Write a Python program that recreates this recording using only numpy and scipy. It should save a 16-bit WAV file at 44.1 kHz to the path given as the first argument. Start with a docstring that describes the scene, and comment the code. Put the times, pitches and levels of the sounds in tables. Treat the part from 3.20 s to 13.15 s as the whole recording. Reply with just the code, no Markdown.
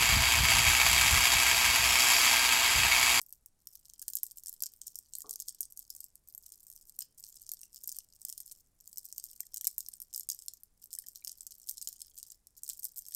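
"""A bundle of stone-bead strings and thin metal bangles is turned and squeezed between two hands, near a microphone.
From the start, microphone rumble and hiss (shaped noise) lie under bead clacks and a patter of small ticks: damped
rings plus noise snaps, answered by a small quiet room. Later, bangles knock dully in the palms as short roughened
rings, and at about two seconds something bumps once further off: wooden modes set off by a push and a noisy shudder.
Strokes of patter and rests alternate to the end."""
import sys
import numpy as np
from scipy import signal
from scipy.fft import rfft, irfft, next_fast_len
from scipy.io import wavfile
from scipy.ndimage import uniform_filter1d

SR = 44100
rng = np.random.default_rng(int(sys.argv[2]) if len(sys.argv) > 2 else 0)


def to_wav(s):
    """Save 16-bit WAV."""
    ch = np.atleast_2d(s).T  # columns
    pcm = np.round(np.clip(ch, -1, 1) * 32767)  # PCM
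    wavfile.write(sys.argv[1], SR, pcm.astype(np.int16))


N = 438794

# Spectrum shape of the steady rumble and hiss: (frequency [Hz], relative density [dB per Hz])
HUSH_SPECTRUM = [(20, 3), (46, -4.5), (200, -17.5), (930, -30), (3000, -37), (10000, -28), (16500, -43.5)]
# The loud bead clacks: (time [s], level [dB], brightness [dB per octave])
CLACKS = [(0.0158, -36.5, 6.5), (0.064, -46.5, 12), (0.1256, -35, 5), (0.2605, -40, 12.5),
          (0.4711, -35, -2.5), (0.5541, -38.5, -1), (0.6547, -47, -7), (0.6985, -45.5, -6),
          (0.736, -45.5, -3), (0.7949, -38.5, -2), (0.817, -35, 13), (0.8207, -41, 5), (0.825, -37.5, -2),
          (0.8811, -27, 3), (0.9015, -33.5, 13), (0.9346, -35, -1), (0.9536, -20.5, 12.5),
          (0.9696, -27, -1), (0.9862, -38.5, -6), (1.0325, -23, 9.5), (1.0659, -36.5, 10),
          (1.111, -41.5, -4), (1.1173, -43, 11), (1.172, -40, 10), (1.1831, -37.5, 4.5), (1.236, -40.5, 0),
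          (1.26, -34.5, 2.5), (1.27, -36.5, -3), (1.2826, -34.5, 1), (1.294, -31, 3.5), (1.3278, -38.5, 5),
          (1.339, -42, 6), (1.4048, -38, 2), (1.4226, -22.5, 6.5), (1.4356, -26, -2), (1.459, -33, 3),
          (1.465, -32.5, -4), (1.5367, -45.5, -3), (1.616, -34, -3.5), (1.6676, -38.5, 4),
          (1.6709, -33.5, 3), (1.676, -46.5, 1), (1.6794, -33.5, -0.5), (1.7562, -31.5, 2),
          (1.7882, -36.5, 2), (1.9356, -34, -2.5), (1.9524, -27, -2.5), (1.985, -33.5, 10),
          (2.0055, -37, -1), (2.0193, -34.5, 4), (2.0941, -32.5, -2.5), (2.1095, -29, 3.5),
          (2.1296, -38.5, 1.5), (2.137, -36.5, 1), (2.1581, -34, -1), (2.2009, -31, 3), (2.2063, -37, 0.5),
          (2.2213, -36, -2), (2.2801, -41, -2), (2.2841, -29, -6), (2.2924, -34.5, -1), (2.3473, -44, -2.5),
          (2.4069, -23, 6), (2.4141, -31.5, 9), (2.4215, -37, 9.5), (2.4303, -37, -1), (2.4347, -40, -0.5),
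          (2.454, -41, 1), (2.5232, -41.5, 4.5), (2.5739, -35.5, 0.5), (2.5923, -34, 13),
          (2.7031, -33.5, 2), (2.7502, -40, 2), (2.7643, -38.5, 7), (2.8049, -34.5, 7), (2.842, -36, 8.5),
          (2.9553, -46.5, 1.5), (3.0865, -45, 11), (3.1489, -35.5, 8), (3.1784, -34.5, 13),
          (3.2637, -40, -1.5), (3.321, -40, -3), (3.4677, -49.5, 9), (3.5007, -39.5, 5), (3.5264, -47, 4),
          (3.5622, -42, 2), (3.6955, -42, 1), (3.7898, -26.5, 4), (3.8062, -34, 4.5), (3.8123, -38.5, -4.5),
          (3.8203, -37.5, -13), (3.8236, -35, -1), (3.9776, -50, 4), (3.9817, -49, 2), (3.999, -46, 13),
          (4.005, -44, 11), (4.0389, -37.5, -8), (4.066, -45, -6), (4.0887, -46, -1.5), (4.158, -46.5, 11),
          (4.218, -41.5, -1), (4.2653, -43, -4), (4.2917, -33.5, -2), (4.3174, -27, 4.5), (4.3363, -33, 6),
          (4.4148, -40.5, 5.5), (4.4324, -40, -13.5), (4.5452, -41, 0), (4.5601, -38.5, -3),
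          (4.6365, -37, 13), (4.6416, -40, -5), (4.675, -29, 8), (4.6794, -36.5, -1), (4.692, -29.5, 0),
          (4.7173, -34, -4), (4.7242, -32.5, 8.5), (4.7662, -35, 7), (4.7866, -34, 0.5), (5.0165, -41.5, 3),
          (5.0507, -30.5, 5), (5.0853, -37, 7), (5.0923, -36, -6), (5.0988, -31.5, 2), (5.126, -35.5, -2),
          (5.1783, -33.5, 2), (5.2029, -32.5, 0), (5.262, -43, 4), (5.278, -44, -3.5), (5.3136, -40, -4),
          (5.3177, -39, 7), (5.3234, -40.5, 4), (5.6757, -40, 7), (5.7291, -43, 4.5), (5.7728, -33.5, -4),
          (5.7825, -31, 2), (5.8483, -45, 4), (5.854, -35.5, 4), (5.9259, -34.5, 2), (5.981, -32.5, -3.5),
          (5.9985, -38.5, -5), (6.04, -34, 6), (6.0559, -40.5, 4), (6.1136, -41.5, 2.5), (6.132, -45, -5),
          (6.205, -27, 2.5), (6.267, -47, -2.5), (6.3356, -49, -4), (6.343, -28.5, 2), (6.3616, -38, -1.5),
          (6.371, -30, -1), (6.3796, -36.5, 0), (6.411, -30, -2.5), (6.4449, -30.5, 2), (6.452, -33, -5),
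          (6.4704, -19, 10.5), (6.4751, -23.5, -1), (6.5815, -24.5, 10), (6.5902, -36, 13),
          (6.6054, -32.5, -0.5), (6.663, -41.5, 1), (6.6862, -31, 3), (6.7372, -37.5, -3.5),
          (6.802, -37, 5), (6.818, -36, 5.5), (6.8244, -38.5, 4.5), (6.9294, -40, -5.5), (6.9385, -35, 0.5),
          (6.9463, -33, -2), (6.961, -27.5, 6), (6.9778, -31, 1), (6.9965, -31.5, 10), (7.0081, -35, -1.5),
          (7.0325, -42, 1), (7.0893, -25, -0.5), (7.1001, -24, -4), (7.1147, -31.5, 6), (7.1198, -35, -10),
          (7.1307, -39, 3), (7.1471, -39, 10), (7.1903, -38.5, 0), (7.2219, -40.5, -4.5), (7.2614, -43, 6),
          (7.2826, -30, -3), (7.3362, -39, 3.5), (7.4343, -42.5, 7.5), (7.64, -39.5, 11.5),
          (7.6578, -43.5, 5), (7.7299, -34.5, 1), (7.7375, -34.5, -3), (7.751, -35, 2), (7.7873, -28, 5),
          (7.8638, -45, 1), (7.8681, -42.5, -6.5), (7.8853, -37.5, 2.5), (7.9575, -36, -4.5),
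          (8.0475, -32, -1), (8.0728, -37, -13.5), (8.0775, -30, 4), (8.0943, -35.5, -6),
          (8.1173, -35.5, 3), (8.1836, -48.5, -3), (8.2075, -38, -5), (8.2672, -34, 1), (8.3077, -44, -5),
          (8.3208, -40.5, -7), (8.383, -49.5, 3.5), (8.4313, -49.5, -6), (8.4724, -41, -1),
          (8.489, -30.5, 1), (8.4945, -25.5, 6.5), (8.5114, -31.5, 1), (8.572, -39, -3),
          (8.5805, -35.5, -1.5), (8.6144, -35, 1), (8.6211, -39, -7), (8.6257, -32, 0), (8.6738, -25.5, -7),
          (8.6875, -31, 3), (8.728, -38.5, 1), (8.805, -42, -4), (8.8174, -35.5, -4.5), (8.9775, -37.5, -5),
          (8.9859, -37.5, 1.5), (8.9993, -45, -8), (9.0289, -36.5, 0.5), (9.1026, -41.5, -6),
          (9.1196, -40, -2.5), (9.2703, -47.5, 1), (9.4344, -31, 5.5), (9.443, -42, 3), (9.4784, -37.5, 1),
          (9.491, -31.5, 3), (9.4982, -29, -2.5), (9.5045, -36.5, -9), (9.5153, -43.5, 10),
          (9.5327, -37.5, 5), (9.5943, -35, 12), (9.6328, -34.5, 5.5), (9.6437, -26.5, 16),
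          (9.652, -28, 4.5), (9.6609, -46.5, 1), (9.7662, -40, 13), (9.774, -35, 10.5), (9.782, -32.5, 6),
          (9.79, -33, 5), (9.8644, -43, -3), (9.885, -36.5, 1.5), (9.9217, -37, -10.5), (9.9407, -39, 1),
          (9.9482, -26.5, 2)]
# Modes rung by a contact of two beads: (frequency [Hz], relative level [dB], 60 dB decay time [s])
BEAD_MODES = [(1680, -52.5, 0.045), (3122, -24.5, 0.013), (4520, -10, 0.0066), (5420, 2.5, 0.0052),
              (6940, -1.5, 0.003), (8056, -6, 0.0027), (9460, -8, 0.0078), (12010, -2, 0.0071),
              (13230, 0.5, 0.0051), (13520, 0, 0.0057)]
# Colour of the noisy snap as bead surfaces meet: (frequency [Hz], relative level [dB])
SNAP_SPECTRUM = [(2400, -41), (3800, -25), (4800, -5), (8200, 7), (10500, -2), (13000, 1.5), (15500, -5.5),
                 (16700, -32)]
# The fingers stir the bundle in strokes and rest between them:
# (start [s], end [s], level of the strongest ticks [dB], brightness [dB per octave])
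STROKES = [(-.1, 0.11, -51, 4.5), (0.434, 0.594, -55, 1.5), (0.654, 1.75, -56, 2.5), (1.86, 2.848, -53, 1),
           (3.08, 3.826, -50.5, 3.5), (3.97, 4.785, -49, 0), (4.858, 5.4, -53.5, 2),
           (5.606, 6.256, -50.5, 2), (6.33, 6.82, -53.5, 2), (6.915, 7.417, -60.5, 1),
           (7.62, 9.09, -50.5, 0.5), (9.377, 9.692, -45, 1.5), (9.76, 10.1, -45, -0.5)]
# Decay of the room: (frequency [Hz], 60 dB decay time [s])
ROOM_DECAY = [(3000, 0.3), (15000, 0.067)]
# Dull knocks of bangles on the palms: (time [s], level before a small gain [dB], pitch [Hz])
KNOCKS = [(0.824, -59.5, 1630), (0.8824, -61.5, 1760), (0.954, -63, 1620), (1.0321, -65, 1760),
          (1.258, -67, 1750), (1.4334, -59, 1520), (2.004, -64, 1870), (4.3162, -55, 2200),
          (5.097, -62, 1940), (6.2005, -43.5, 2430), (6.233, -59.5, 1940), (6.3626, -70.5, 1600),
          (6.4373, -56.5, 2000), (6.477, -45.5, 2270), (7.776, -61.5, 1840), (7.839, -59, 1840),
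          (8.0226, -50, 2360), (8.6727, -70, 1940), (9.499, -48, 2480)]
# The one distant bump: (time [s], drive level [dB])
BUMP = (2.042, -47.5)
# Wooden modes rung by the bump: (frequency [Hz], relative level [dB], 60 dB decay time [s])
WOOD_MODES = [(278, 8, 0.014), (437, -3, 0.051), (732, -11.5, 0.056), (850, -7, 0.035), (1124, 7, 0.016),
              (1400, -12, 0.025)]

RISE_DB_PER_S, FALL_DB_PER_S, REST_DB = 395, 247, -78.5  # how the patter swells, settles and rests
SHAKE_DB, SHAKE_S = -16, 0.025  # rattle after a clack: level relative to it, time to fall to 1/e
# Ring time at the reference pitch; higher knocks are glancing and die faster by this power
KNOCK_T60_S, KNOCK_HZ, GLANCING = 0.026, 1785, 3.2
OVERTONE_RATIO, OVERTONE_DB = 1.7, -6  # the bangle's second mode: pitch ratio, relative level
TOP_HZ = 16800  # band limit


def amp(db):
    """Decibels to linear gain."""
    return 10 ** (np.asarray(db) / 20)


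def along(points, hz):
    """Interpolate (frequency [Hz], value) points on a log frequency axis."""
    f, v = np.transpose(points)
    return np.interp(np.log(hz + 1), np.log(f), v)


def filtered(x, response):
    """Shape x by a gain that depends on frequency, along its last axis."""
    m = next_fast_len(x.shape[-1] + 512)
    spectrum = rfft(x, m) * response(np.fft.rfftfreq(m, 1 / SR))
    return irfft(spectrum, m)[..., :x.shape[-1]]


def placed(s, sounds):
    """Mix one row of samples in at each start time [s]."""
    at = np.round(s * SR).astype(int)[:, None] + np.arange(sounds.shape[1])
    return np.bincount(at.ravel(), sounds.ravel(), N + SR)[:N]


def ring(hz, t60, t, attack):
    """A mode struck once: a damped sine with a soft start."""
    return np.sin(2 * np.pi * hz * t) * amp(-60 * t / t60) * (1 - np.exp(-(t / attack) ** 2))


def hush():
    """The microphone's own steady rumble and hiss: noise shaped to a fixed spectrum."""
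    noise = filtered(rng.standard_normal(N), lambda hz: amp(along(HUSH_SPECTRUM, hz)) * (hz > 8))
    return amp(-73.5) * noise / np.std(noise)


def contacts(s, db, bright_db):
    """Each contact rings other beads, so pitches and strengths are new; the pair chatters before it rests."""
    t = np.arange(SR // 100) / SR

    def tilt(hz):
        """Small hard beads sound brighter."""
        return amp(bright_db[:, None] * np.log2(np.clip(hz, 2600, None) / 7500))

    luck = rng.standard_normal((len(s), len(BEAD_MODES), 2, 1))
    rings = 0
    for k, (hz, level, t60) in enumerate(BEAD_MODES):
        strength = amp(level + 2.92 * luck[:, k, 0])
        pitch = hz * np.exp(0.044 * luck[:, k, 1])
        rings = rings + tilt(hz) * strength * ring(pitch, t60, t, 1.57 / hz)

    # The surfaces snap as they meet
    burst = rng.standard_normal(rings.shape) * amp(-60 * t / 0.0051) * (1 - np.exp(-(t / 0.00028) ** 3))
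    snap = filtered(burst, lambda hz: tilt(hz) * amp(along(SNAP_SPECTRUM, hz)))
    sound = rings + amp(12.5) * snap
    onset_rms = np.sqrt(np.mean(sound[:, :SR // 440] ** 2, axis=1, keepdims=True))
    sound *= amp(db - 3.0)[:, None] / onset_rms

    # Six further touches within 6 ms; later ones tend to be weaker
    late = 0.006 * rng.random((len(s), 6)) ** 2
    weak_db = -6 - 60 * late / 0.024 - 8 * rng.random(late.shape)
    # The touches share the blow's energy
    sound /= np.sqrt(1 + np.sum(amp(weak_db) ** 2, axis=1, keepdims=True))
    chatter = sum(placed(s + lag, sound * amp(g)[:, None]) for lag, g in zip(late.T, weak_db.T))
    return placed(s, sound) + chatter


def stir(s):
    """Patter level and brightness at times s: the prevailing stroke, plus the rattle after each loud clack."""
    start, end, level_db, bright_db = np.transpose(STROKES)[:, :, None]
    swell_db = RISE_DB_PER_S * np.clip(start - s, 0, None)
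    settle_db = FALL_DB_PER_S * np.clip(s - end, 0, None)
    stroke_db = level_db - swell_db - settle_db
    at, clack_db, _ = np.transpose(CLACKS)[:, :, None]
    dying = np.exp(-np.abs(s - at) / SHAKE_S) * (s > at)
    rattle = np.max(amp(clack_db + SHAKE_DB) * dying, axis=0)
    total = amp(REST_DB) + amp(stroke_db.max(axis=0)) + rattle
    return 20 * np.log10(total), bright_db[stroke_db.argmax(axis=0), 0]


def patter(rate=230):
    """Small bead ticks at random moments, rate per second, spread over 24 dB below the stirring level."""
    luck = rng.random((int(rate * N / SR), 2))
    s = luck[:, 0] * N / SR
    db, bright_db = stir(s)
    tick_db = db - 24 * luck[:, 1] ** 1.09
    return contacts(s, tick_db, bright_db + 5.7 * rng.standard_normal(len(s)))


def room(x):
    """Short diffuse echoes, then a quiet small-room decay, made of noise tails that fade faster in the treble."""
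    hz, t, z = signal.stft(rng.standard_normal((4, SR // 4)), SR, nperseg=128)
    decay = amp(-60 * t / along(ROOM_DECAY, hz)[:, None])
    diffuse = amp(-0.5 - 60 * t / 0.049)
    tails = signal.istft(z * (decay + diffuse), SR, nperseg=128)[1]
    tails = tails / np.linalg.norm(tails[0])
    # Four random tails alternate so that no single one colours every click:
    # each turn lasts 1536 samples, crossfaded over 768
    turn = 1.0 * (np.arange(N) // 1536 % 4 == np.arange(4)[:, None])
    shared = x * uniform_filter1d(turn, size=768)
    return signal.fftconvolve(shared, tails, axes=1)[:, :N].sum(axis=0)


def knocks():
    """Skin damps the bangle at once: a short low ring, roughened as it slides."""
    s, db, hz = np.transpose(KNOCKS)[:, :, None]
    t = np.arange(SR // 30) / SR
    slide = 3 * uniform_filter1d(rng.standard_normal((len(s), len(t))), size=80)
    t60 = KNOCK_T60_S * (KNOCK_HZ / hz) ** GLANCING
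    first = ring(hz, t60, t, 0.0013)
    second = amp(OVERTONE_DB) * ring(OVERTONE_RATIO * hz, t60, t, 0.0013)
    return placed(s[:, 0], amp(db + 2) * (first + second) * (1 + slide))


def bump():
    """A soft blow on wood away from the hands: one push, then a shudder that keeps the wood sounding."""
    t = np.arange(SR // 4) / SR
    hz, db, t60 = np.transpose(WOOD_MODES)[:, :, None]
    wood = np.sum(amp(db) * ring(hz, t60, t, 0.003), axis=0)
    drive = rng.standard_normal(len(t)) * amp(-27.5 - 60 * (t / 0.19) ** 1.57)
    drive[0] = 1  # the push
    thud = signal.fftconvolve(wood, drive)[None, :len(t)]
    return placed(np.array(BUMP[:1]), amp(BUMP[1]) * thud)


def scene():
    """Mix the layers; the room answers the beads and, at half strength, the bangles."""
    beads = contacts(*np.transpose(CLACKS)) + patter()
    # Bodies this small radiate no bass
    beads = signal.sosfilt(signal.butter(2, 1500, 'high', fs=SR, output='sos'), beads)
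    bangles = knocks()
    echoes = amp(-11) * room(beads + 0.5 * bangles)
    return (beads + echoes + bangles + bump() + hush())[None]


def record(dry):
    """Nothing is kept above the band limit."""
    return filtered(dry, lambda hz: hz < TOP_HZ)


dry = scene()
out = record(dry)
to_wav(out)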